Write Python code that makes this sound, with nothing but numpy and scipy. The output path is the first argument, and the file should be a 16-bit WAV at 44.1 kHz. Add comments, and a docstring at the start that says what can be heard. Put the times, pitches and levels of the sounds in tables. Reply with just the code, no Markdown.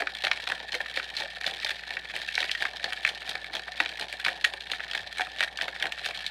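"""Ice cubes and a drink are shaken by hand in a steel cocktail shaker, about four strokes/s, in a small room.
Throughout: mains hum and soft air (sines, band noise); small ice and liquid churn (noise grains in resonators).
From the first stroke: cubes strike the steel (noise bursts ring wall, clink, crack, cavity), liquid follows the ice,
air pockets gulp (rising damped sines); between landings stray cubes tumble and the drink sloshes softly.
Near 5 s: one dull bump (damped sine). The last landing is faint."""
import sys
import numpy as np
from scipy import signal
from scipy.io import wavfile
from scipy.ndimage import uniform_filter1d

SR = 44100
rng = np.random.default_rng(int(sys.argv[2]) if len(sys.argv) > 2 else 0)


def transcribe(signal):
    """Save signal, clipped to [-1, 1], as a 16-bit WAV file at the path in sys.argv[1]."""
    frames = np.atleast_2d(signal).T
    limited = np.clip(frames, -1, 1)
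    pcm = np.round(limited * 32767).astype(np.int16)
    wavfile.write(sys.argv[1], SR, pcm)


N = 278182
TIME = np.arange(N) / SR

# mains hum: f/Hz, RMS level/dB
HUM = [(59.3, -60.5), (178, -70.5)]
# landings of the load: t/s, ice level/dB, liquid level/dB, loose ice before the landing level/dB
STROKES = [(0.015, -33.5, -40, -51), (0.257, -34, -38.5, -35.5), (0.5, -28.5, -36, -36),
           (0.746, -33.5, -41, -42), (0.977, -30.5, -42.5, -37.5), (1.205, -28.5, -37.5, -39),
           (1.472, -25.5, -37, -40.5), (1.695, -28, -40.5, -37), (1.914, -31, -40.5, -40.5),
           (2.155, -33, -40.5, -41.5), (2.41, -30, -39, -34.5), (2.628, -31, -37, -30),
           (2.855, -35, -40.5, -41), (3.08, -27.5, -39.5, -38), (3.3, -31.5, -40.5, -39.5),
           (3.55, -32, -40, -40.5), (3.806, -30, -39.5, -39), (4.02, -32, -39.5, -37.5),
           (4.275, -26, -36.5, -39.5), (4.469, -36, -41.5, -41), (4.728, -32, -42, -40.5),
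           (4.958, -29.5, -39, -37.5), (5.205, -27, -46, -41), (5.419, -29, -43, -46),
           (5.628, -32, -37.5, -42.5), (5.843, -27.5, -39.5, -41.5), (6.068, -28, -40, -40.5),
           (6.281, -57, -56, -36.5)]
# knocks on the shaker, mostly single cubes on the steel: t/s, cavity level/dB, wall level/dB, clink level/dB,
# crack level/dB
BLOWS = [(0.0044, -32, -25, -46, -45), (0.0205, -33, -21.5, -42, -56), (0.0704, -49, -20.5, -30.5, -64),
         (0.2376, -32.5, -28, -27, -45), (0.241, -36, -26.5, -28, -47), (0.248, -48, -22.5, -20.5, -40),
         (0.2684, -32.5, -19, -26, -48), (0.3137, -37, -15, -22, -49), (0.4732, -40.5, -26, -27.5, -46),
         (0.5195, -40, -19.5, -28, -43), (0.601, -42.5, -34, -36, -64), (0.7204, -54, -34, -27, -49),
         (0.7418, -38, -24, -29, -46), (0.7491, -40, -27, -28, -39), (0.8039, -34, -21.5, -40, -52),
         (0.9723, -35, -22, -31, -51), (0.9981, -46, -24.5, -37, -57), (1.1668, -60, -44, -23.5, -47),
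         (1.2012, -40, -34, -27, -47), (1.4645, -47, -28, -20.5, -45), (1.6466, -36, -28, -20.5, -40),
         (1.7059, -47, -25, -27.5, -43), (1.9683, -53, -22.5, -40, -65), (2.163, -47, -24, -36, -41.5),
         (2.3529, -49, -40, -21.5, -45), (2.3775, -32.5, -16.5, -39, -45), (2.4036, -45.5, -33, -22, -39),
         (2.4275, -50, -21.5, -29.5, -46), (2.4416, -38.5, -29, -30, -46), (2.6221, -38, -19, -48, -43),
         (2.652, -47, -18.5, -31.5, -47), (2.8418, -35.5, -23, -22.5, -44), (2.9233, -48, -25, -32.5, -50),
         (2.931, -50, -26, -27, -43), (3.0492, -44, -12.5, -29, -53), (3.293, -42, -32, -29, -38),
         (3.353, -40, -24, -30.5, -49), (3.5515, -38, -29, -26, -41), (3.8015, -28.5, -13.5, -22.5, -46),
         (3.8592, -42, -24, -27, -59), (3.9957, -54, -32.5, -31, -41), (4.0108, -42, -35, -26.5, -47),
         (4.126, -45, -28, -33, -42), (4.1978, -61, -31, -36, -49), (4.2485, -66, -20.5, -21.5, -41),
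         (4.282, -39, -18, -33, -42), (4.443, -56, -14.5, -19, -52), (4.4476, -45, -15.5, -20, -30),
         (4.5362, -37, -31, -30.5, -47), (4.716, -36.5, -30, -23, -40.5), (4.8032, -42, -26, -37, -65),
         (4.912, -59, -34, -27, -46), (4.9505, -41, -26.5, -28.5, -42), (5.1824, -56, -28.5, -31, -39),
         (5.1952, -29, -23, -45, -51), (5.2075, -34.5, -22, -48, -46), (5.4058, -34, -17.5, -21.5, -37),
         (5.427, -42, -20.5, -27.5, -47), (5.4351, -44, -21, -24, -39), (5.5732, -52, -47, -28.5, -45),
         (5.6116, -38, -21, -27, -48), (5.62, -37, -31, -27, -41.5), (5.6801, -36, -26.5, -31, -47),
         (5.8243, -41, -21, -21.5, -41), (5.8552, -35, -23, -41, -49), (5.921, -50, -27, -28, -44),
         (6.059, -44, -44, -30, -37.5), (6.2641, -54, -30.5, -22.5, -40)]
# resonances of the enclosed air: f/Hz, width/Hz, relative level/dB
CAVITY = [(318, 33.5, -9), (424, 123, -8), (568, 109, -4), (729, 220, 1)]
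# lower resonances of the hand-damped steel: f/Hz, width/Hz, relative level/dB
WALL = [(1442, 402, -12), (1687, 200, -2), (1844, 138, -0.5), (2286, 230, -1.5), (2628, 180, -5)]
# upper resonances of the steel: f/Hz, width/Hz, relative level/dB
CLINK = [(2837, 250, -1.5), (3200, 380, 4.5), (3660, 580, 4.5), (4137, 195, 1.5), (4490, 785, -4),
         (5410, 660, -15.5)]
# bands of the cracking ice: f/Hz, width/Hz, relative level/dB
CRACK = [(6000, 4100, 2.5), (8600, 1400, 1), (11200, 3600, -7.5), (13600, 3000, -37)]
# drive of cavity, wall, clink, crack by a knock: resonances, swell/s, chatter/s
PARTS = [(CAVITY, 0.0045, 0.0028), (WALL, 0.00017, 0.0012), (CLINK, 0.0001, 0.0021),
         (CRACK, 0.00011, 0.0032)]
# air pockets gulping in the drink: t/s, initial f/Hz, level/dB (envelope scale is twice this gain)
GULPS = [(.012, 773, -39), (.752, 494, -39.5), (1.236, 547, -41.5), (3.688, 715, -40.5), (4.311, 687, -41),
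         (5.207, 724, -33)]
# dull bump: t/s, f/Hz, level/dB, decay/s
BUMP = (5.015, 90, -51, .03)
# room decay: f/Hz, t60/s
ROOM_T60 = [(200, 0.46), (2000, 0.11), (12000, 0.2)]

PART_NAMES = ("cavity", "wall", "clink", "crack")
STROKE_HZ = 4.25
ICE_AHEAD_S, ICE_RISE_S, ICE_FALL_S = 0.006, 0.026, 0.029    # ice lands ahead of the liquid
LIQUID_RISE_S, LIQUID_FALL_S = 0.016, 0.041
RETURN_ICE_DB, RETURN_LIQUID_DB = -21, -11    # fall-back midway between landings, re the landing
LOOSE_LIQUID_DB = -50.5    # the liquid never quite rests
FLIGHT_S, FLIGHT_DB = 0.012, -4.5    # ice in free flight before a listed blow: thinner rattle
LEAD_S = 0.006    # graze ahead of a hit
CUTOFF_HZ = 15900


def from_db(db):
    """Decibels to gain."""
    return 10 ** (np.asarray(db) / 20)


def to_db(gain):
    """Gain to decibels."""
    return 20 * np.log10(gain)


def height(x):
    """Mean envelope height of an oscillation."""
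    return np.sqrt(2 * np.mean(x ** 2) + 1e-20)


def band(x, low_hz, high_hz, order=2):
    """Causal band-pass."""
    edges_hz = [low_hz, min(high_hz, 0.45 * SR)]
    return signal.sosfilt(signal.butter(order, edges_hz, "band", fs=SR, output="sos"), x)


def resonate(x, modes, detune=1, uneven_db=0, tilt_db_per_octave=0):
    """Parallel resonances, each applied twice so that the valleys stay dark."""
    out = 0
    for k, (hz, width_hz, db) in enumerate(modes):
        r = np.exp(-np.pi * width_hz * np.pi / 2 / SR)    # pole radius; pi/2 offsets the narrowing by two passes
        b = [(1 - r * r) / 2, 0, (r * r - 1) / 2]
        a = [1, -2 * r * np.cos(2 * np.pi * hz * detune / SR), r * r]
        once = signal.lfilter(b, a, x[k] + 1e-18)
        rung = signal.lfilter(b, a, once)
        tilt_db = tilt_db_per_octave * np.log2(hz / modes[0][0])
        out = out + from_db(db + tilt_db + uneven_db * rng.standard_normal()) * rung
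    return out


def background(air_db=-66):
    """Mains hum as steady sines over room air as low band noise."""
    air = band(rng.standard_normal(N), 98, 193, order=1)
    hum = 0
    for hz, db in HUM:
        hum = hum + np.sqrt(2) * from_db(db) * np.sin(2 * np.pi * (hz * TIME + rng.random()))
    return hum + from_db(air_db) * air / height(air)


def landings(t, column, ahead_s, rise_s, fall_s, return_db, loose_db):
    """Motion gain at times t: a swell per landing, a softer one per return, and a floor, summed as power."""
    s, db = np.transpose(STROKES)[[0, column]]
    swell_s = np.r_[s, (s[1:] + s[:-1]) / 2]
    swell_db = np.r_[db, db[:-1] + return_db]
    power = from_db(loose_db) ** 2
    for at, level_db in zip(swell_s, swell_db):
        late = t - at + ahead_s
        swell = from_db(level_db) / (1 + (late / np.where(late < 0, rise_s, fall_s)) ** 2)
        power = power + swell ** 2
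    return np.sqrt(power)


def ice_motion(t):
    """Ice vigour as a gain at times t; loose pieces tumble harder on some strokes, less just before a blow."""
    s, loose_db = np.transpose(STROKES)[[0, 3]]
    floor_db = np.interp(t, s - 0.5 / STROKE_HZ, loose_db)
    vigour = landings(t, 1, ICE_AHEAD_S, ICE_RISE_S, ICE_FALL_S, RETURN_ICE_DB, floor_db)
    knocks = np.r_[np.sort(np.transpose(BLOWS)[0]), np.inf]
    wait = knocks[np.searchsorted(knocks, t)] - t
    return vigour * from_db(FLIGHT_DB * np.exp(-(wait / FLIGHT_S) ** 2))


def liquid_motion(t):
    """Liquid vigour as a gain at times t, peaking at each landing."""
    return landings(t, 2, 0, LIQUID_RISE_S, LIQUID_FALL_S, RETURN_LIQUID_DB, LOOSE_LIQUID_DB)


def clumps(depth_db=2.5, size=1500):
    """Small pieces move in bunches: gain wandering every few hundredths of a second."""
    knots = np.arange(0, N + size, size)
    wander = np.clip(rng.standard_normal(len(knots)), -2, 1)
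    return from_db(depth_db * np.interp(np.arange(N), knots, wander))


def grains(per_s, spread_db, scrape_s):
    """Envelope of random touches of very uneven strength, each scraping on briefly."""
    hits = rng.random(N) < per_s / SR
    touches = hits * from_db(spread_db * np.minimum(rng.exponential(1, N), 3))
    return signal.lfilter([1], [1, -np.exp(-1 / (scrape_s * SR))], touches + 1e-18)


def rattle(touches, modes):
    """Touches scrape each mode with its own noise; level evened over 68 ms."""
    sound = resonate(touches * rng.standard_normal((len(modes), N)), modes)
    return sound / np.sqrt(2 * np.abs(uniform_filter1d(sound ** 2, size=3000)) + 1e-12)


def churn(wall_db=-5.5, clink_db=-4.5, crack_db=-23, sing_db=-7.5, slosh_db=-3, gurgle_db=-8, gulp_db=-17,
          usual_db=-38, patter_growth=0.86, crack_growth=1.1, sing_growth=0.24):
    """Small ice patters on the steel and keeps one mode singing; liquid slaps, gurgles and gulps."""
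    vigour = clumps() * (ice_motion(TIME) / from_db(usual_db)) ** patter_growth
    liquid = clumps() * liquid_motion(TIME)
    chips = grains(per_s=320, spread_db=3.0, scrape_s=0.0023)
    nudges = grains(per_s=130, spread_db=6.5, scrape_s=0.0017)    # cushioned by liquid: no crack
    drops = grains(per_s=300, spread_db=4.5, scrape_s=0.0015)
    bubbles = grains(per_s=32, spread_db=7.5, scrape_s=0.00035)

    wall = from_db(wall_db) * rattle(chips + nudges, WALL)
    clink = from_db(clink_db) * rattle(chips, CLINK)
    patter = vigour * (wall + clink)
    # harder churning is brighter
    crunch = vigour ** crack_growth * from_db(crack_db) * rattle(chips, CRACK)
    # carries through the lulls
    singing = vigour ** sing_growth * from_db(sing_db) * rattle(nudges + chips, [(1772.0, 76, 0)])

    slosh = from_db(slosh_db) * rattle(drops, CAVITY)
    low_gulp = from_db(gulp_db) * rattle(drops, [(138, 152, 0)])
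    gurgle = from_db(gurgle_db) * rattle(bubbles, [(746, 67, 0)])
    ice = from_db(usual_db) * (patter + crunch + singing)
    return ice + liquid * (slosh + low_gulp + gurgle)


def contact(t, swell_s, chatter_s, graze_db, graze_s=0.002):
    """Envelope of one touch: a graze, then a hit in a run of tiny slips that swells and dies."""
    after = np.maximum(t, 0)
    graze = from_db(graze_db) * np.exp(-np.abs(t) / graze_s)
    return graze + (1 - np.exp(-after / swell_s)) * np.exp(-after / chatter_s)


def blows(knocks, size=1600, wall_wander=0.024, cavity_wander=0.038, uneven_db=1.5,
          hardness_tilt=0.55, graze_db=-22, wall_graze_db=-28):
    """Each knock excites all four parts; the moving liquid shifts their pitch, the cavity's most."""
    lead = round(LEAD_S * SR)
    t = (np.arange(size) - lead) / SR
    out = np.zeros(N + size)
    for s, *levels in knocks:
        at = np.clip(round(s * SR), 0, N)
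        # a sharp corner favours the upper steel modes, a cushioned flat face the lower
        hardness_db = np.clip(levels[2] - levels[1] - 0.5, -14, 14)
        for name, (modes, swell_s, chatter_s), db in zip(PART_NAMES, PARTS, levels):
            wander = cavity_wander if name == "cavity" else wall_wander
            detune = 1 + wander * np.clip(rng.standard_normal(), -2, 2)
            # a graze is too light to move the low wall modes much
            force = contact(t, swell_s, chatter_s, wall_graze_db if name == "wall" else graze_db)
            slips = force * rng.standard_normal((len(modes), size))
            tilt = hardness_tilt * hardness_db if name in ("wall", "clink") else 0
            sound = resonate(slips, modes, detune, uneven_db, tilt)
            body = round(SR * (0.011 if name == "cavity" else 0.005))    # span that sets the level
            out[at:at + size] += from_db(db) * sound / height(sound[lead:lead + body])
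    return out[lead:lead + N]


def gulps(swell_s=0.0013, decay_s=0.013, chirp_per_s=0.76):
    """An air pocket rings briefly, rising a little in pitch as it closes."""
    out = 0
    for s, hz, db in GULPS:
        t = np.maximum(TIME - s, 0)
        envelope = (1 - np.exp(-t / swell_s)) * np.exp(-t / decay_s)
        tone = np.sin(2 * np.pi * hz * t * (1 + chirp_per_s * t))
        out = out + 2 * from_db(db) * envelope * tone
    return out


def cubes(s, above_db, spread_db=3.0, colour_db=3.5, clink_db=-3.0, crack_db=-21, thump_db=-4, uneven_db=2.5):
    """Knocks at times s, as strong as the load moves, with random weight and colour; columns as in BLOWS."""
    weight, colour, brittle, hollow = np.clip(rng.standard_normal((len(s), 4)), -1.6, 1.6).T
    steel_db = to_db(ice_motion(s)) + above_db + spread_db * weight
    tilt_db = colour_db * colour
    cavity = to_db(liquid_motion(s)) + thump_db + uneven_db * hollow
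    wall = steel_db - tilt_db
    clink = steel_db + clink_db + tilt_db
    crack = steel_db + crack_db + 0.5 * tilt_db + uneven_db * brittle
    return np.c_[s, cavity, wall, clink, crack]


def landing_cubes(count=3, cluster_s=0.06, above_db=1.0):
    """A few cubes land one after another at the end of every stroke."""
    turn = (np.arange(count) + rng.random((len(STROKES), count))) / count - 0.5
    landing_s = np.transpose(STROKES)[0][:, None] - ICE_AHEAD_S
    return cubes((landing_s + cluster_s * turn).ravel(), above_db)


def tumbling_cubes(count=3, clear_s=0.04, above_db=3.0):
    """Stray cubes hit the wall between two landings, clear of both."""
    s = np.transpose(STROKES)[0][:, None]
    turn = (np.arange(count) + rng.random((len(s) - 1, count))) / count
    free_s = np.diff(s, axis=0) - 2 * clear_s
    return cubes((s[:-1] + clear_s + turn * free_s).ravel(), above_db)


def bump():
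    """A dull, quickly damped low sine."""
    s, hz, db, decay_s = BUMP
    t = np.maximum(TIME - s, 0)
    return from_db(db) * np.sin(2 * np.pi * hz * t) * np.exp(-t / decay_s)


def reflections(first_echo_s=0.0033, size=20000):
    """Diffuse echoes as octave noise bands decaying by ROOM_T60; unit energy."""
    t, tail = np.arange(size) / SR, 0
    hz, t60 = np.transpose(ROOM_T60)
    for low_hz in 125 * 2 ** np.arange(7):
        band_t60 = np.interp(np.log(low_hz * np.sqrt(2)), np.log(hz), t60)
        tail = tail + band(rng.standard_normal(size), low_hz, 2 * low_hz) * from_db(-60 * t / band_t60)
    tail = tail * (t > first_echo_s)
    return tail / np.linalg.norm(tail)


def room(x, wet_db=-12.0):
    """The shaker swings to and fro, crossfading two reflection patterns."""
    swing = np.pi * STROKE_HZ * TIME
    wet = 0
    for place in (np.cos(swing), np.sin(swing)):
        wet = wet + signal.fftconvolve(x * place, reflections())[:N]
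    return x + from_db(wet_db) * wet


def scene():
    """The shaker in the room, heard by one microphone."""
    knocks = np.vstack([BLOWS, landing_cubes(), tumbling_cubes()])
    shaker = churn() + blows(knocks) + gulps()
    return (background() + room(shaker) + bump())[None]


def record(dry, ceiling=0.53):
    """Rounds the highest peaks and cuts the top steeply."""
    rounded = dry / (1 + (dry / ceiling) ** 4) ** 0.25
    return signal.sosfilt(signal.ellip(10, 0.1, 80, CUTOFF_HZ, fs=SR, output="sos"), rounded)


dry = scene()
out = record(dry)
transcribe(out)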